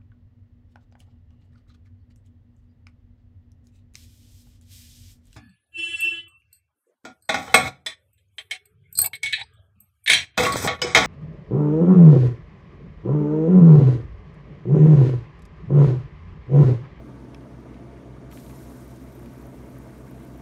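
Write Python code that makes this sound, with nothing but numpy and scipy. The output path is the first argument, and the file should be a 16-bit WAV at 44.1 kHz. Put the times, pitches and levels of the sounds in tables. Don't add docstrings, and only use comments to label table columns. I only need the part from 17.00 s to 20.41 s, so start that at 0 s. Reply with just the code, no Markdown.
import sys
import numpy as np
from scipy import signal
from scipy.fft import rfft, irfft, next_fast_len
from scipy.io import wavfile
from scipy.ndimage import uniform_filter1d, map_coordinates

SR = 44100
rng = np.random.default_rng(int(sys.argv[2]) if len(sys.argv) > 2 else 0)


def output_pcm(signal):
    pcm = np.clip(np.atleast_2d(signal).T, -1, 1) * 32767
    wavfile.write(sys.argv[1], SR, np.round(pcm).astype(np.int16))


def level_to_linear(level):
    exponent = np.asarray(level, float) / 20
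    return 10 ** exponent


N = 150381
SHAFT_HZ = 63.64
IN_STEP_S = .007
TOP_HZ = 15750


def unit(x):
    return x / np.sqrt(np.mean(x ** 2) + 1e-20)


def along(points, hz):
    f, v = np.transpose(points)
    return level_to_linear(np.interp(np.log(hz + 1), np.log(f + 1), v, left=-120, right=-120))


def along_held(points, hz):
    return along(points, np.minimum(hz, points[-1][0]))


def bumps(rows, hz):
    return sum(db * np.exp(-((hz - centre) / width) ** 2) for centre, width, db in rows)


def wobble(rate):
    knots = rng.standard_normal(int(N * rate / SR) + 4)
    return map_coordinates(knots, [np.arange(N) * rate / SR])


def filtered(x, response):
    m = next_fast_len(N + 8192)
    return irfft(rfft(x, m) * response(np.fft.rfftfreq(m, 1 / SR)), m)[:N]


def patchy(patchy_db):
    z = signal.stft(rng.standard_normal(N), nperseg=256)[2]
    field = uniform_filter1d(rng.standard_normal(z.shape), size=8, axis=0)
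    field = uniform_filter1d(field, size=6, axis=1)
    return signal.istft(z * level_to_linear(patchy_db * unit(field)), nperseg=256)[1][:N]


def add(out, s, sound):
    out[round(s * SR):][:len(sound)] += sound


# (multiple of the shaft rate [1], level [dB])
SHAFT_ORDERS = [(1, -51), (2, -49), (3, -59), (4, -60)]
# (frequency [Hz], level [dB])
STEADY_HUMS = [(46.92, -71), (58.28, -55), (102.64, -66), (120.01, -56), (140.76, -63), (205.3, -64),
               (443.55, -65), (2098.6, -82), (4589.1, -89), (5824.6, -94), (6057.6, -92), (9174.5, -90)]


def hum():
    since_step = np.arange(N) / SR - IN_STEP_S
    tones = [(k * SHAFT_HZ, db) for k, db in SHAFT_ORDERS] + list(STEADY_HUMS)
    out = np.zeros(N)
    for hz, db in tones:
        level = np.sqrt(2) * level_to_linear(db + 1 * wobble(3.14))
        out += level * np.sin(2 * np.pi * hz * since_step + .12 * wobble(4.27))
    return out


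def bearing():
    turns = np.zeros(N)
    at = np.arange(int(N / SR * SHAFT_HZ)) * SR / SHAFT_HZ + (IN_STEP_S - .002) * SR
    at = at.astype(int)
    turns[at] = level_to_linear(-77 + 2.5 * rng.standard_normal(len(at)))
    t = np.arange(1500) / SR
    ring_hz, t60 = 9930, .014
    tick = level_to_linear(-60 * t / t60) * (1 - np.exp(-t / 0.00039)) * np.sin(2 * np.pi * ring_hz * t)
    return 2 * signal.fftconvolve(turns, tick)[:N]


# (frequency [Hz], density [dB per Hz])
LOW_RUSH = [(25, -41), (50, -10), (90, -11.5), (135, -0.5), (165, -5), (255, 0.5), (350, -4), (480, -21)]
# (frequency [Hz], density [dB per Hz])
HIGH_RUSH = [(240, -48), (400, -5), (684, -5.5), (738, -12.5), (1400, -17.5), (1490, -16), (3020, -27.5),
             (9530, -42.5), (15600, -55)]
# (frequency [Hz], width [Hz], lift [dB])
DUCT_MODES = [(228, 5.8, 4), (284, 29, 2.5), (342, 21, 3), (426, 24, 4), (590, 38, 2), (683.5, 27, 5),
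              (929, 72, 5.5), (1184, 119, 5.5), (1400, 19, -1), (2210, 220, 2), (6050, 640, 2.5),
              (7740, 500, -1.5), (9000, 650, 3.5), (10300, 210, -1)]


def air_rush():
    ripple = rng.standard_normal(2000)
    ripple_db, ripple_hz = 1.8, 18

    def colour(hz):
        room_ripple = map_coordinates(ripple, [hz / ripple_hz])
        return level_to_linear(bumps(DUCT_MODES, hz) + ripple_db * (hz > 700) * room_ripple)

    low = unit(filtered(patchy(0.53), lambda hz: along(LOW_RUSH, hz) * colour(hz)))
    high = unit(filtered(patchy(1.21), lambda hz: along_held(HIGH_RUSH, hz) * colour(hz)))
    return level_to_linear(-45) * low + level_to_linear(-51.5 + 0.088 * wobble(2.65)) * high


# (frequency [Hz], density [dB per Hz])
HISS_COLOUR = [(1500, -26), (2500, -12), (4000, -2.5), (6000, -1.5), (9300, 0), (11500, -1), (14200, -5.5),
               (15600, -5)]


def hiss():
    noise = filtered(patchy(1.5), lambda hz: along_held(HISS_COLOUR, hz) * (hz < TOP_HZ))
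    return unit(noise) * level_to_linear(.4 * wobble(12) + .9 * wobble(50))


def steam_jet():
    centre_hz, width_hz = 11740, 550
    return unit(filtered(patchy(2.2), lambda hz: np.exp(-((hz - centre_hz) / width_hz) ** 2)))


def small_bubbles():
    per_s, range_db, cap_db = 600, 6, 14
    count = int(np.clip(per_s * N / SR, 1, 6000))
    when, pitch, strength = np.split(rng.random((count, 3)), 3, axis=1)
    hz = np.clip(12800 * np.exp(.21 * 3.6 * (pitch - .5)), 3000, 15500)
    k = np.arange(64)
    cycles = hz * k / SR
    level = level_to_linear(np.minimum(-range_db * np.log(1 - strength), cap_db))
    grains = level * np.exp(-cycles / 1.4) * np.sin(2 * np.pi * cycles)
    at = (when * N).astype(int) + k
    return unit(np.bincount(at.ravel(), grains.ravel(), N + 64)[:N])


# (time [s], level [dB])
BOILING = [(0, -78), (.6, -79.5), (.7, -81), (1.295, -79.5), (1.312, -62), (1.328, -57.5), (1.35, -57),
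           (1.39, -55.5), (1.44, -59), (1.55, -60), (1.8, -62), (2.1, -65), (2.6, -66), (3.41, -66.5)]


def boiling():
    simmer_db = -65
    over_db = np.interp(np.arange(N) / SR, *np.transpose(BOILING)) - simmer_db
    bubbles_db = -7 + np.minimum(1.5 * over_db + 3, .6 * over_db)
    mix = level_to_linear(over_db) * hiss()
    mix += level_to_linear(-18 + 2 * over_db) * steam_jet()
    mix += level_to_linear(bubbles_db) * small_bubbles()
    return level_to_linear(simmer_db) * mix


# (frequency [Hz], level [dB], t60 [s])
BOARD_MODES = [(1030, -3, .022), (1250, -3, .022), (1750, -3, .02), (2100, -2, .02), (2400, 0, .022),
               (2800, -2, .02), (3200, -2, .02), (3750, -3, .016), (4200, -4, .016)]
# (time [s], length [s], level [dB])
TIP_SCRAPES = [
    (.335, .012, -65),
    (.733, .03, -64),
    (1.303, .04, -60),
    (1.375, .025, -64),
    (1.49, .03, -63),
]


def scrapes():
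    t = np.arange(N) / SR
    stroke = sum(level_to_linear(db) * np.sin(np.pi * np.clip((t - s) / length, 0, 1))
                 for s, length, db in TIP_SCRAPES)

    def board(f):
        return sum(level_to_linear(db) / (1 + ((f - hz) / 200) ** 2) for hz, db, _ in BOARD_MODES)

    return stroke * level_to_linear(2.4 * wobble(400)) * unit(filtered(rng.standard_normal(N), board))


def pop(hz):
    t = np.arange(2048) / SR
    f = np.fft.rfftfreq(2048, 1 / SR)
    bell = np.exp(-(np.log((f + 1) / hz) / .35) ** 2)
    band = unit(irfft(rfft(rng.standard_normal(2048)) * bell))
    envelope = level_to_linear(-60 * t / .0011) * (1 - np.exp(-t / .00005))
    burst = envelope * (np.sin(2 * np.pi * 1.06 * hz * t) + .25 * band)
    spatter = level_to_linear(-19 - 60 * t / .028) * band
    return burst / np.abs(burst).max() + spatter


# (time [s], peak [dB], pitch [Hz])
LARGE_BUBBLES = [(1.3152, -53, 9300), (1.3248, -46, 13200), (1.3348, -48, 11900), (1.3405, -48, 12300),
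                 (1.5198, -52, 12600), (1.5601, -49, 10500), (1.57, -50, 11500), (1.5802, -48, 11800),
                 (1.6069, -50, 12600), (1.6438, -51, 12700), (1.6746, -49, 10600), (1.6996, -49, 10600),
                 (1.7262, -51, 10400), (1.7758, -50, 12700), (1.8463, -51, 12200), (1.8498, -50, 11300),
                 (1.879, -47, 12500), (1.9134, -52, 12600), (1.9595, -53, 12200), (2.0055, -53, 12300),
                 (2.0392, -50, 12200), (2.0895, -53, 11000), (2.1223, -47, 12700), (2.1525, -44, 13300),
                 (2.1629, -54, 12500), (2.1936, -49, 11400), (2.2289, -50, 12800), (2.2599, -48, 9700),
                 (2.3292, -52, 10700), (2.3371, -52, 12200), (2.3813, -49, 12500), (2.4129, -55, 11900),
                 (2.4253, -50, 12200), (2.4683, -48, 12200), (2.4968, -54, 12100), (2.5597, -53, 12800),
                 (2.6829, -53, 11900), (2.7021, -49, 12200), (2.725, -56, 12700), (2.7863, -44, 11800),
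                 (2.8348, -50, 12500), (2.853, -57, 10300), (2.8703, -56, 11800), (2.9068, -56, 12000),
                 (2.9209, -56, 11000), (2.9827, -50, 13000), (3.0725, -59, 12900), (3.0767, -57, 11300),
                 (3.0979, -56, 11700), (3.1111, -47, 12200), (3.1801, -56, 10200), (3.1925, -56, 10400),
                 (3.1985, -54, 11900), (3.2321, -50, 11100), (3.2488, -49, 11900), (3.2699, -56, 9400),
                 (3.2784, -52, 12700), (3.3, -56, 10900), (3.3364, -55, 11400), (3.3764, -50, 12900)]
# (time [s], peak [dB], pitch [Hz])
SPITS = [
    (.341, -70, 13400),
    (.409, -68, 13000),
    (.606, -60, 14300),
    (1.3145, -51, 6200),
    (1.913, -59, 6200),
    (1.94, -55, 6500),
    (1.962, -55, 6500),
]


def bursts():
    out = np.zeros(N + SR)
    for s, db, hz in list(LARGE_BUBBLES) + list(SPITS):
        add(out, s, level_to_linear(db + 3.5) * pop(hz))
    return out[:N]


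# (frequency [Hz], width [Hz], depth [dB])
ECHO_NOTCHES = [(4430, 150, 5.5), (4930, 180, 4), (8100, 790, 2), (10280, 440, 9.5), (11900, 250, 3.5),
                (13500, 380, 2), (14600, 280, 0)]
# (frequency [Hz], width [Hz], depth [dB])
TOP_NOTCHES = [(15110, 150, 11), (15400, 350, 4)]


def board_echoes(x):
    return filtered(x, lambda f: level_to_linear(-bumps(ECHO_NOTCHES, f) - bumps(TOP_NOTCHES, f)))


def ring(modes, stretch, scatter_db):
    t = np.arange(SR // 20) / SR
    x = level_to_linear(-30 - 60 * t / .006) * rng.standard_normal(len(t))
    for hz, db, t60 in modes:
        level = level_to_linear(db + scatter_db * rng.normal() - 60 * t / (t60 * stretch))
        detune = 1 + 0.014 * scatter_db * rng.normal()
        x += level * np.sin(2 * np.pi * hz * detune * t)
    x *= 1 - np.exp(-t / .0002)
    return x / np.abs(x).max()


# (time [s], peak [dB])
TWEEZER_CLICKS = [
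    (.3462, -35.5),
    (.3477, -44),
]
# (frequency [Hz], level [dB], t60 [s])
TWEEZER_MODES = [(1203, -4, .02), (1870, -3, .014), (2300, 0, .018), (2590, -2, .013), (2950, -3, .013),
                 (3300, -6, .012), (5250, -4, .012), (5560, -10, .01), (6960, -22, .008), (8400, -24, .008),
                 (9230, -15, .008), (9700, -14, .008), (11210, -19, .009), (14900, -24, .006)]


def tweezers():
    out = np.zeros(N + SR)
    for s, db in TWEEZER_CLICKS:
        add(out, s, level_to_linear(db) * ring(TWEEZER_MODES, 0.93, scatter_db=1.0))
    return out[:N]


# (time [s], peak [dB], ring time factor [1], brightest mode [Hz])
TIP_KNOCKS = [(.409, -54, .5, 3500), (.7438, -48, .35, 2500), (.7446, -54, .5, 3900),
              (1.3135, -49, .9, 2200), (1.3168, -51, .5, 3400), (1.3253, -39, .35, 1900),
              (1.328, -44, 1.4, 1000), (1.3455, -49, .4, 4300), (1.3739, -36, .24, 2500),
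              (1.3773, -43, .5, 2200), (1.3885, -50, .4, 3000), (1.4643, -44, .45, 3100),
              (1.4962, -50, .4, 3400), (1.4985, -46, .6, 2100), (1.5105, -50, .5, 2000),
              (2.26, -46.5, .5, 2400), (2.2604, -52, .5, 3800)]


def knocks():
    out = np.zeros(N + SR)
    spread = .5
    for s, db, stretch, spot_hz in TIP_KNOCKS:
        modes = [(hz, level - 8.7 * (np.log(hz / spot_hz) / spread) ** 2, t60)
                 for hz, level, t60 in BOARD_MODES]
        add(out, s, -level_to_linear(db) * ring(modes, stretch, scatter_db=1.5))
    return out[:N]


def room(x):
    t = np.arange(SR // 4) / SR
    tail = rng.standard_normal(len(t)) * level_to_linear(-60 * t / 0.071) * (t > .003)
    return signal.fftconvolve(x, tail / np.linalg.norm(tail))[:N]


def scene():
    fans = hum() + bearing() + air_rush()
    flux = board_echoes(boiling() + bursts())
    hard = scrapes() + tweezers() + knocks()
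    return (fans + flux + hard + level_to_linear(-17) * room(hard))[None]


def top_cut(x):
    return signal.sosfilt(signal.butter(12, 15710, fs=SR, output="sos"), x)


def record(dry):
    mix = filtered(dry[0], lambda hz: hz < TOP_HZ)[None]
    return top_cut(mix)


dry = scene()
out = record(dry)
output_pcm(out)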